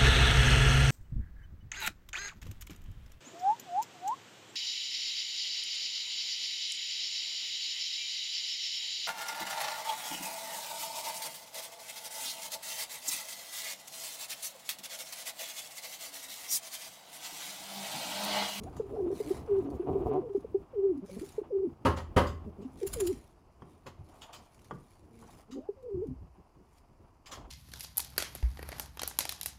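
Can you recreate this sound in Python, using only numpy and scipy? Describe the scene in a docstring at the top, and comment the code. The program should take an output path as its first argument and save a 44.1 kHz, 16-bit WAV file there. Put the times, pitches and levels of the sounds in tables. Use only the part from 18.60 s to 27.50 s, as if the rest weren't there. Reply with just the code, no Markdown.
"""Pigeons coo in a low wooden loft: near-pure gliding notes, short hoots, rough grunts and a low growl.
Each voice is a gliding sine with faint overtones; the growl is a train of slaps that rings the throat.
Close to the microphone, noise bursts make birds shuffle, shake their feathers, peck and scratch.
Twice one lands hard on the floor boards, which ring in decaying modes.
Wings push draughts at the microphone, and a faint outdoor rumble comes in through the wire mesh."""
import sys
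import numpy as np
from scipy import signal
from scipy.fft import rfft, irfft, next_fast_len
from scipy.io import wavfile
from scipy.ndimage import uniform_filter1d, map_coordinates

SR = 44100
rng = np.random.default_rng(int(sys.argv[2]) if len(sys.argv) > 2 else 0)


def put_to_file(sound):
    """Save the sound as 16-bit audio at rate SR, in the file named by the first command-line argument."""
    columns = np.atleast_2d(sound).T  # one column per channel
    safe = np.clip(columns, -1, 1)
    whole_steps = np.round(safe * 32767)
    wavfile.write(sys.argv[1], SR, whole_steps.astype(np.int16))


N = 392490

# colour of feather hiss and of claw ticks on dry litter: frequency_hz, relative_level_db
VANES = [(760, -45.5), (1300, -4), (1410, -7), (2380, -2.5), (2590, -7), (4320, -6), (6100, -7.5),
         (7140, -5.5), (8180, -11), (10300, -3.5), (11500, -15.5), (14700, -12), (15800, -29)]


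def amp(db):
    """Decibels to gain."""
    return 10 ** (np.asarray(db) / 20)


def unit(x):
    """Scale to rms 1."""
    return x / np.sqrt(np.mean(x ** 2) + 1e-20)


def along(points, hz):
    """(Hz, value) points read on a log axis."""
    f, v = np.transpose(points)
    return np.interp(np.log(hz + 1), np.log(f + 1), v)


def curves(rows, t):
    """Each column after the time, read at the times t."""
    s, *cols = np.transpose(rows)
    return [np.interp(t, s, c) for c in cols]


def wobble(rate, size):
    """A smooth random curve, rate knots a second."""
    knots = rng.standard_normal(int(size * rate / SR) + 4)
    return map_coordinates(knots, [np.arange(size) * rate / SR])


def noise(spectrum, size):
    """Coloured noise of rms 1."""
    m = next_fast_len(size + 8192)
    colour = amp(along(spectrum, np.fft.rfftfreq(m, 1 / SR)))
    return unit(irfft(rfft(rng.standard_normal(m)) * colour, m)[:size])


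def add(out, s, sound):
    """Mix a sound in at time s."""
    start = max(0, round(s * SR))
    part = out[start:start + len(sound)]
    part += sound[:len(part)]


def dying(t, t60, rise):
    """A soft start and an exponential decay."""
    return amp(-60 * t / t60) * (1 - np.exp(-t / rise)) ** 2


def gesture(s, hold, db, rise, fall):
    """Gain of one movement: it rises to its level at time s, holds and falls away (slopes in dB per s)."""
    t = np.arange(N) / SR - s
    return amp(db - rise * np.maximum(-t, 0) - fall * np.maximum(t - hold, 0))


def cooing():
    """Full coos and the small notes between them; in low grunts the crop lifts the second harmonic."""
    # soft murmurs between the coos: start_s, length_s, first_pitch_hz, last_pitch_hz, level_db, roughness
    murmurs = [(.22, 0.055, 409, 360, -44.5, 0.46), (.3, 0.057, 377, 400, -44, 0.3),
               (.515, 0.04, 478, 447, -41.5, .4), (.64, 0.1, 307, 284, -40.5, 0.3),
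               (1.02, 0.17, 388.5, 402, -46.5, 0.6), (1.62, 0.073, 489, 458, -39, 0.28),
               (6.915, .095, 229.6, 324, -41.5, 0.33), (6.945, 0.053, 367, 420, -43.5, .5),
               (7.16, .11, 547, 490, -55.5, 0.07)]
    # low throaty notes: start_s, length_s, first_pitch_hz, last_pitch_hz, level_db, roughness
    grunts = [(0, .06, 215, 237, -46, 0.54), (2.415, .05, 204, 195, -42.5, 0.54),
              (2.505, 0.089, 187, 192, -46.5, 0.1), (2.555, 0.049, 206, 231, -45, 0.54),
              (3.06, 0.031, 246, 165, -47.5, 0.33), (3.855, 0.049, 211, 191, -44.5, 0.22),
              (3.975, 0.079, 196, 204.4, -47, 0.42), (6.48, 0.19, 233.3, 226, -61, 0.2),
              (6.875, 0.053, 189.6, 241, -53, 0.54), (6.945, 0.072, 249.4, 266, -47, 0.4),
              (7.485, 0.061, 144, 130, -47.5, 0.6)]
    # thin rising squeaks: start_s, length_s, first_pitch_hz, last_pitch_hz, level_db, roughness
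    squeaks = [(.04, 0.07, 560, 818, -52, 0.65), (.32, 0.098, 546, 745, -47, 0.62),
               (2.475, 0.049, 504, 565, -49.5, 0.54), (6.97, 0.13, 484, 850, -57, 0.25)]
    small_notes = slides(murmurs, overtones_db=[-30])
    small_notes = small_notes + slides(grunts, overtones_db=[-4, -18])
    small_notes = small_notes + slides(squeaks, overtones_db=[-25])
    return coos() + small_notes


def coos():
    """A coo swells, glides down, warbles and pushes, then breaks into a low hoarse tail; the crop keeps it pure."""
    # start_s, time_to_break_s, pitch_hz, glide_s, level_db, swell_s, warble_hz, warble_depth_db,
    # tail_s, last_push_pitch_lift_share (may be negative), roughness
    coo_rows = [(0.306, .232, 340, 0.093, -32.5, 0.037, 13.1, 0.5, .03, 0.2, 0.33),
                (0.869, 0.14, 393.5, 0.022, -27, 0.022, 13.4, 2.3, 0.12, -0.021, 0.13),
                (1.214, 0.23, 390.6, 0.0064, -34.5, 0.023, 15, 0.5, .05, -0.036, 0.37),
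                (1.413, .191, 322.7, .152, -29.5, 0.053, 11, 3, .04, 0.069, 0.14),
                (2.127, .198, 394, 0.0346, -27, 0.042, 15.7, 3, 0.0815, -.07, 0.07),
                (2.898, .171, 388, 0.0278, -31, 0.0094, 10.05, 3, 0.027, -.083, 0.2),
                (4.353, 0.17, 346.7, 0.064, -29.9, .025, 12.7, 2.5, 0.024, 0.098, 0.09),
                (7.215, 0.24, 367.7, 0.094, -34, 0.068, 11.7, 0.8, 0.087, 0.26, 0.16)]
    scoop, swell_db = 0.4, 20.5  # starts this share above its pitch and this much below its level
    glide_power = 2.7  # the pitch lingers on top before it slides down
    warble_bend = .022  # share by which the pulsing crop bends the pitch
    last_push_s, push_width_s = .0125, 0.02  # the last push comes just before the break
    break_s, break_drop, break_db = 0.01, 0.29, 11.5  # how fast, share of pitch lost, level lost
    slack_rough = .2  # extra roughness while the membrane is slack, at the start and after the break
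    out = np.zeros(N)
    for s, length, hz, glide, db, swell, warble_hz, warble_db, tail, lift, rough in coo_rows:
        t = np.arange(round((length + tail) * SR)) / SR
        filling = np.exp(-t / swell)  # falls from 1 to 0 as the voice swells
        broken = .5 + .5 * np.tanh((t - length) / break_s)  # goes from 0 to 1 at the break
        since_push = t - length + last_push_s
        warble = np.cos(2 * np.pi * warble_hz * since_push) * (1 - broken)
        pitch = hz * (1 + scoop * np.exp(-(t / glide) ** glide_power))
        pitch = pitch * (1 + lift * np.exp(-(since_push / push_width_s) ** 2))
        pitch = pitch * (1 + warble_bend * warble) * (1 - break_drop * broken)
        level = db - swell_db * filling + warble_db * warble - break_db * broken
        hoarse = rough + slack_rough * np.maximum(filling, broken)
        add(out, s, note(pitch, level, hoarse, overtones_db=[-38, -50]))
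    return out


def slides(rows, overtones_db, edge_db=5.5):
    """Short notes on a straight slide of pitch, weaker by edge_db at their ends than in the middle."""
    out = np.zeros(N)
    for s, length, first_hz, last_hz, db, rough in rows:
        u = np.linspace(-1, 1, round(length * SR))
        pitch = np.linspace(first_hz, last_hz, len(u))
        add(out, s, note(pitch, db - edge_db * u ** 2, rough, overtones_db))
    return out


def note(pitch, db, rough, overtones_db, flutter_hz=130, jitter=0.13):
    """One syrinx note; a hoarse membrane flutters in strength and pitch."""
    t = np.arange(len(pitch)) / SR
    shaken_pitch = pitch * (1 + jitter * rough * wobble(flutter_hz, SR)[:len(t)])
    phase = 2 * np.pi * np.cumsum(shaken_pitch) / SR
    tone = np.sin(phase)
    for k, level in enumerate(overtones_db, 2):
        tone = tone + amp(level) * np.sin(k * phase)
    flutter = (1 + rough * wobble(flutter_hz, SR)[:len(t)]) / np.sqrt(1 + rough ** 2)
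    from_edge = np.minimum(t, t[-1] - t)
    fade = np.sin(np.pi / 2 * np.clip(from_edge / .014, 0, 1)) ** 2
    return np.sqrt(2) * amp(db) * fade * flutter * tone


def hoots(gain_db=-1.0, scoop=0.23, settle_s=0.0023, overtone_db=-30):
    """A puff through the syrinx swells and dies while its pitch drops into place."""
    # time_s, level_db (before gain_db), settled_pitch_hz, swell_s
    hoot_rows = [(0.198, -23, 443, 0.007), (0.464, -25, 338, 0.0028), (0.506, -22.5, 373, 0.0054),
                 (0.602, -24, 423, 0.0064), (0.705, -20.5, 372.6, 0.0092), (1.196, -24, 353, 0.0091),
                 (1.35, -25, 429.5, 0.0096), (1.693, -33.5, 397, 0.015), (1.748, -20, 390.6, 0.0086),
                 (1.777, -29, 293, 0.0052), (1.846, -31, 449, 0.0057), (1.945, -18.5, 384.3, 0.009),
                 (2.614, -31, 320, 0.0075), (2.629, -32, 379, 0.0069), (2.781, -23, 428, 0.0073),
                 (2.816, -30, 357, 0.0041), (4.048, -33, 261, 0.011), (4.214, -31.5, 457, 0.012),
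                 (4.227, -25, 377, 0.0094), (4.25, -29, 380, 0.0085), (7.089, -25, 406, 0.006)]
    out, t = np.zeros(N), np.arange(SR // 8) / SR
    for s, db, hz, swell in hoot_rows:
        u = t / max(swell, .002)
        puff = (u * np.exp(1 - u)) ** 2
        phase = 2 * np.pi * np.cumsum(hz * (1 + scoop * np.exp(-t / settle_s))) / SR
        tone = np.sin(phase) + amp(overtone_db) * np.sin(2 * phase)
        add(out, s - .002, amp(db + gain_db) * puff * tone)
    return out


def growl(pulse_hz=140, opening=0.47, closed_db=-42):
    """Slack membranes slap at an uneven rate and ring the throat; with effort the upper resonances open."""
    # pushes of a growl under the cooing: start_s, hold_s, level_db (ahead of the neck feathers)
    push_rows = [(.32, 0.45, -47.5), (1.03, .06, -45), (1.11, 0.022, -41), (1.278, .02, -34),
                 (1.342, .08, -39.5), (1.456, .015, -33.5), (1.517, 0.049, -34)]
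    # resonances of the growling throat: frequency_hz, width_hz, relative_level_db
    throat = [(129, 29, -0.5), (276, 74, 4.5), (415, 111, 5), (728, 43, 1.5), (970, 120, -9)]
    clock = np.cumsum(pulse_hz * np.exp(.09 * wobble(70, N))) / SR
    slaps = np.diff(np.floor(clock), prepend=0) * amp(2.5 * rng.standard_normal(N))
    pushes = [gesture(*row, rise=699.5, fall=187) for row in push_rows]
    effort_db = 20 * np.log10(np.max(pushes, axis=0) + 1e-9)
    f, spectrum = np.fft.rfftfreq(N, 1 / SR), rfft(slaps)
    rings = []
    for k, (hz, width, gain_db) in enumerate(throat):
        resonance = 1j * f * width / (hz * hz - f * f + 1j * f * width)
        rings.append(irfft(spectrum * (-1) ** k * amp(gain_db) * resonance, N))  # signs alternate
    crop, beak = sum(rings[:3]), sum(rings[3:])
    voice = (crop + beak * amp(opening * (effort_db - closed_db))) / np.std(crop + beak)
    muffle = signal.cheby1(8, 1, 1250, fs=SR, output="sos")  # neck feathers soak up the rest
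    return signal.sosfilt(muffle, voice * amp(effort_db))


def feathers(stroke_db=-3, stroke_width_s=0.0047, catch_db=-6):
    """Barbs slide with a grainy hiss and catch now and then; a shake flicks them in quick strokes."""
    # a bird ruffles or preens: start_s, hold_s, level_db, rise_db_per_s, fall_db_per_s
    ruffles = [(0.014, 0.51, -77, 300, 57), (0.556, 0.2, -57, 275, 221), (0.909, 0.19, -75, 202, 32.5),
               (1.743, 0.031, -73.5, 403, 155), (2.493, .24, -60.5, 420, 210),
               (4.245, 0.23, -56.5, 148, 89.5), (5.082, 0.045, -76, 102, 54), (5.542, .07, -69.5, 96, 62),
               (5.82, 0.52, -72.5, 76, 80), (6.612, 0.2, -67.5, 115, 498), (8.16, 0.019, -70, 128, 350)]
    # quick feather strokes: time_s, level_db (before stroke_db)
    strokes = [(4.2694, -35.5), (4.333, -32), (4.402, -32.5), (4.4693, -33.5)]
    # colour of a flicked feather: frequency_hz, relative_level_db
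    flick = [(590, -43), (1000, -16), (1980, -16.5), (3170, -10), (3440, -12.5), (5270, -12.5),
             (6130, -19.5), (7120, 0), (8090, -15), (10200, -1.5), (11400, -11.5), (14700, -11.5),
             (15800, -19)]
    level = amp(-87.5)  # the whole flock's feathers never quite rest
    for row in ruffles:
        level = np.maximum(level, gesture(*row))
    slide = unit(amp(2.1 * wobble(700, N) + 2.0 * wobble(45, N)))
    catches = (rng.random(N) < 120 / SR) * rng.random(N)  # about 120 a second
    catches = unit(signal.lfilter([1], [1, -np.exp(-1 / (.001 * SR))], catches))  # each dies in about 1 ms
    out = level * noise(VANES, N) * unit(slide + amp(catch_db) * catches)
    t = np.arange(-SR // 25, SR // 25) / SR
    for s, db in strokes:
        swish = np.exp(-.5 * ((t - .005) / stroke_width_s) ** 2)
        add(out, s + t[0], amp(db + stroke_db) * swish * noise(flick, len(t)))
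    return out


def knocks(crack_db=-4, thump_db=-1, wood_db=-1, ring_db=-6, crack_t60=0.23, wood_t60=0.27, thump_t60=0.35, light=.5):
    """Feet hit the boards: a gritty crack, ringing wood and a floor thump; light taps die sooner."""
    # blows: time_s, crack_db, thump_db, wood_db (before the gains above), ring_time_share
    blows = [(3.252, -26, -20.5, -21.5, 0.9), (3.372, -38, -44, -36, .9), (3.5664, -23, -22.5, -19, 0.97),
             (5.266, -42, -49, -44.5, 0.83), (8.7241, -79, -48.5, -50.5, 0.75)]
    # modes of the floor boards: frequency_hz, relative_level_db, t60_s (before the ring share)
    boards = [(80.1, -3, 0.87), (126.6, -5, 0.54), (187, 6, 0.19), (277.5, 8.5, 0.18), (376, -11, 0.031),
              (375, 4, 0.052), (500, -1, 0.21), (524.5, 7, 0.27), (576, -8.5, 0.4), (725, -7, 0.3),
              (905, -6, 0.19), (948, -0.5, 0.21), (1068, -8, 0.49), (1147, -14.5, 0.42), (1278, -7, 0.29)]
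    # colours of crack, ringing wood and thump: frequency_hz, relative_level_db
    crack_colour = [(710, -20.5), (1200, -3.5), (1410, -11.5), (2080, -8.5), (2240, -16), (3070, -8.5),
                    (3450, -17.5), (4620, -19.5), (8730, -33), (10700, -27), (11900, -37), (14500, -47),
                    (15800, -50.5)]
    wood_colour = [(200, -41), (350, -10), (550, 1.5), (680, -8.5), (950, 1.5), (1250, -3), (1700, -13.5),
                   (3000, -42)]
    thump_colour = [(25, -20), (50, -18), (95, 2.5), (150, -17.5), (200, -5.5), (290, -7), (400, -7),
                    (800, -62)]
    out, t = np.zeros(N), np.arange(SR // 2) / SR
    crack_rise = .004  # rise time of the crack, in time stretched by length
    for s, crack, thump, wood, ring in blows:
        length = max(ring, .2) * np.interp(wood, [-45, -25], [light, 1])
        u = t / length
        blow = amp(crack + crack_db) * noise(crack_colour, len(t)) * dying(u, crack_t60, rise=crack_rise)
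        blow += amp(wood + wood_db) * noise(wood_colour, len(t)) * dying(u, wood_t60, rise=0.0055)
        blow += amp(thump + thump_db) * noise(thump_colour, len(t)) * dying(u, thump_t60, rise=0.0026)
        for hz, db, t60 in boards:
            drive = thump if hz < 330 else wood
            swing = np.sin(2 * np.pi * (hz * t + rng.random()))
            spot_db = rng.normal(0, 2)  # where the foot lands
            blow += amp(drive + ring_db + db + spot_db) * swing * dying(u, t60, rise=0.0068)
        chatter = amp(0.85 * wobble(150, len(t)))  # loose boards
        add(out, s - 0.0045 * length, blow * chatter)
    return out


def pecks(tap_db=-1, tap_t60=0.044, plank_db=-6, plank_t60=0.25):
    """A beak strikes a plank: a short bright tap over a hollow after-ring."""
    # sharp beak taps on wood: time_s, level_db (before tap_db and plank_db)
    peck_rows = [(0.168, -42), (5.021, -42.5), (5.26, -47.5), (6.11, -32), (6.626, -46.5)]
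    # colour of the tap: frequency_hz, relative_level_db
    tap_colour = [(150, -22), (250, -10), (588, -10), (703, -14), (1100, -2.5), (1700, -23), (1950, -19),
                  (2630, -41), (3200, -22), (3950, -57), (4650, -37), (9000, -52), (11700, -82),
                  (19800, -120)]
    # colour of the plank: frequency_hz, relative_level_db
    hollow = [(40, -27), (90, -11), (125, 2.5), (220, -1.0), (320, -7.5), (450, -7), (900, -37), (3000, -120)]
    out, t = np.zeros(N), np.arange(SR // 3) / SR
    for s, db in peck_rows:
        tap = amp(tap_db) * noise(tap_colour, len(t)) * dying(t, tap_t60, rise=0.00047)
        plank = amp(plank_db) * noise(hollow, len(t)) * dying(t, plank_t60, rise=0.00025)
        add(out, s - .001, amp(db) * (tap + plank))
    return out


def soft_thuds(thud_db=-1, t60=0.17):
    """Steps and wing strokes give soft thuds: low noise with a gentle start and a quick decay."""
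    # soft low thuds of steps and wing strokes: time_s, level_db (before thud_db)
    thuds = [(1.284, -28), (3.69, -31.5), (3.831, -32.5), (4.268, -34.5), (4.333, -33.5), (4.398, -36),
             (4.468, -37.5), (5.386, -35.5), (7.334, -28.5), (7.383, -37.5), (7.471, -29.5), (7.606, -37),
             (8.818, -52)]
    # colour of a thud: frequency_hz, relative_level_db
    low_colour = [(25, -23.5), (55, -8.5), (80, 1), (130, -9.0), (250, -17.0), (600, -35.5), (3000, -120)]
    out, t = np.zeros(N), np.arange(SR // 2) / SR
    for s, db in thuds:
        add(out, s, amp(db + thud_db) * noise(low_colour, len(t)) * dying(t, t60, rise=0.0092))
    return out


def claws(tick_db=-1, tick_t60=0.047, scrape_db=-1, scrape_t60=0.16, grit_db=1.0):
    """Claws tick on dry litter, or drag over the boards in gritty scrapes."""
    # claw ticks: time_s, level_db (before tick_db)
    ticks = [(0.0351, -51.5), (0.166, -53), (0.862, -64), (0.986, -62.5), (1.1023, -58), (1.5356, -66),
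             (1.8068, -65), (2.3752, -66), (2.4607, -59.5), (2.648, -54.5), (2.6891, -52), (5.1507, -73),
             (5.4884, -64), (5.945, -60.5), (6.045, -57.5), (6.7075, -57.5), (7.227, -67.5), (7.4699, -64)]
    # claws dragged over the boards: time_s, level_db (before scrape_db)
    scrapes = [(0.165, -52.5), (3.3666, -40.5), (3.6687, -41.5), (4.0161, -56.5), (5.2655, -48),
               (5.6162, -44), (5.7309, -37.5), (6.912, -47), (8.6616, -43), (8.7171, -34)]
    # colour of a scrape: frequency_hz, relative_level_db
    scratch = [(530, -29.5), (900, -5), (1170, 3), (1440, -11), (2710, -9), (2910, -4), (4080, -11),
               (5000, -5.5), (5440, -12.5), (6200, -11.5), (6990, -6.5), (8570, -20), (14200, -24.5),
               (15800, -30.5)]
    out, t = np.zeros(N), np.arange(SR // 3) / SR
    for s, db in ticks:
        add(out, s, amp(db + tick_db - 60 * t / tick_t60) * noise(VANES, len(t)))
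    for s, db in scrapes:
        grit = amp(db + scrape_db + grit_db * wobble(400, len(t)))
        add(out, s - .006, grit * noise(scratch, len(t)) * dying(t, scrape_t60, rise=0.0071))
    return out


def patchy(x, depth_db, size=5):
    """Give a noise short-lived patches of colour."""
    z = signal.stft(x, nperseg=512)[2]
    field = rng.standard_normal(z.shape)
    field = uniform_filter1d(uniform_filter1d(field, size, 0), size, 1)
    gain = amp(depth_db * unit(field))
    return signal.istft(z * unit(gain), nperseg=512)[1][:len(x)]


def shuffling():
    """Moving birds scuff the boards and push soft gusts of air; the growling bird's breath rasps in the same
    way."""
    # a bird shifts on the boards, or (the row at 1.279 s) the growling bird's breath rasps: start_s, hold_s,
    # scuffing_db, pushed_air_db
    shuffles = [(0.02, 0.54, -60.5, -49), (0.69, 0.56, -56, -47), (1.279, .26, -53, -46),
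                (2.543, 0.12, -63, -52.5), (3.4, 0.75, -63.5, -52.5), (4.302, 0.18, -57.5, -53),
                (5.556, 0.24, -59, -61), (6.62, 0.14, -63, -58), (8.403, 0.026, -76, -58.5),
                (8.743, 0.052, -56, -55)]
    # the flock's background stir, lower by the end: time_s, scuffing_db, pushed_air_db
    stir = [(0, -63, -57.5), (4, -66.5, -55.5), (5, -69, -61.5), (8.9, -72.5, -65.5)]
    # colours of scuffing and of pushed air: frequency_hz, relative_level_db
    scuff_colour = [(320, -19.5), (550, -10.5), (699, -4), (811, -6.5), (984, -9.5), (1120, -10),
                    (1790, -26.5), (2790, -26.5), (3790, -36.5), (5000, -47.5), (6500, -90), (11000, -120)]
    air_colour = [(20, -18), (45, -2.5), (80, 2.5), (130, -3), (200, -6.5), (350, -5.5), (600, -18),
                  (1000, -52.5)]
    scuff, air = amp(curves(stir, np.arange(N) / SR))
    for s, hold, feet_db, gust_db in shuffles:
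        move = gesture(s, hold, 0, rise=154, fall=87)
        scuff = np.maximum(scuff, amp(feet_db) * move)
        air = np.maximum(air, amp(gust_db) * move)
    scuffs = scuff * amp(3.1 * wobble(60, N)) * noise(scuff_colour, N)
    gusts = air * amp(3.7 * wobble(25, N)) * noise(air_colour, N)
    return scuffs + gusts


def draughts(rise=200, fall=90):
    """Air moved by wings reaches the microphone as a soft, very low rumble."""
    # pushes on the microphone: start_s, hold_s, level_db
    pushes = [(3.375, .35, -49), (4.287, 0.23, -49.5), (7.466, .08, -49), (8.8, 0.084, -52)]
    # colour of a draught: frequency_hz, relative_level_db
    draught_colour = [(20, -26), (42, -1.5), (60, -1), (100, -18.5), (300, -67.5), (1000, -120)]
    return sum(gesture(*row, rise, fall) for row in pushes) * noise(draught_colour, N)


def outdoors(level_db=-65.0):
    """A faint steady rumble of coloured noise comes in through the wire mesh."""
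    # colour of the outdoors: frequency_hz, relative_level_db
    outside = [(13, -38.5), (25, 4), (70, 0.5), (173, -13), (385, -17.5), (535, -28.5), (981, -12.5),
               (1480, -28.5), (2950, -32), (3380, -52.5), (4710, -31.5), (6920, -39), (8160, -41.5),
               (14200, -44.5), (15800, -55)]
    return amp(level_db) * noise(outside, N)


def loft(x):
    """The low wooden room answers briefly, 4 ms late, with a noise tail that decays by frequency."""
    # decay of the room: frequency_hz, t60_s
    decay = [(100, .35), (500, 0.19), (2000, 0.39), (7000, 0.27), (14000, 0.18)]
    hz, t, z = signal.stft(rng.standard_normal(SR // 2), SR, nperseg=256)
    fading = amp(-60 * t / along(decay, hz)[:, None])
    tail = signal.istft(z * fading, SR, nperseg=256)[1]
    answer = np.pad(tail / np.linalg.norm(tail), (SR // 250, 0))
    return signal.fftconvolve(x, answer)[:N]


def scene():
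    """Close voices are nearly dry; feet and feathers stir the room more."""
    voices = cooing() + hoots() + growl()
    rustle = patchy(feathers() + claws(), depth_db=3.2)
    movement = knocks() + pecks() + soft_thuds() + rustle
    room = loft(amp(-16.0) * voices + amp(-11) * movement)
    return (voices + movement + room + shuffling() + draughts() + outdoors())[None]


def record(dry, top_hz=15850):
    """The microphone chain passes nothing above its band limit."""
    m = next_fast_len(N + SR // 2)
    passed = np.fft.rfftfreq(m, 1 / SR) < top_hz
    return irfft(rfft(dry, m) * passed, m)[:, :N]


dry = scene()
out = record(dry)
put_to_file(out)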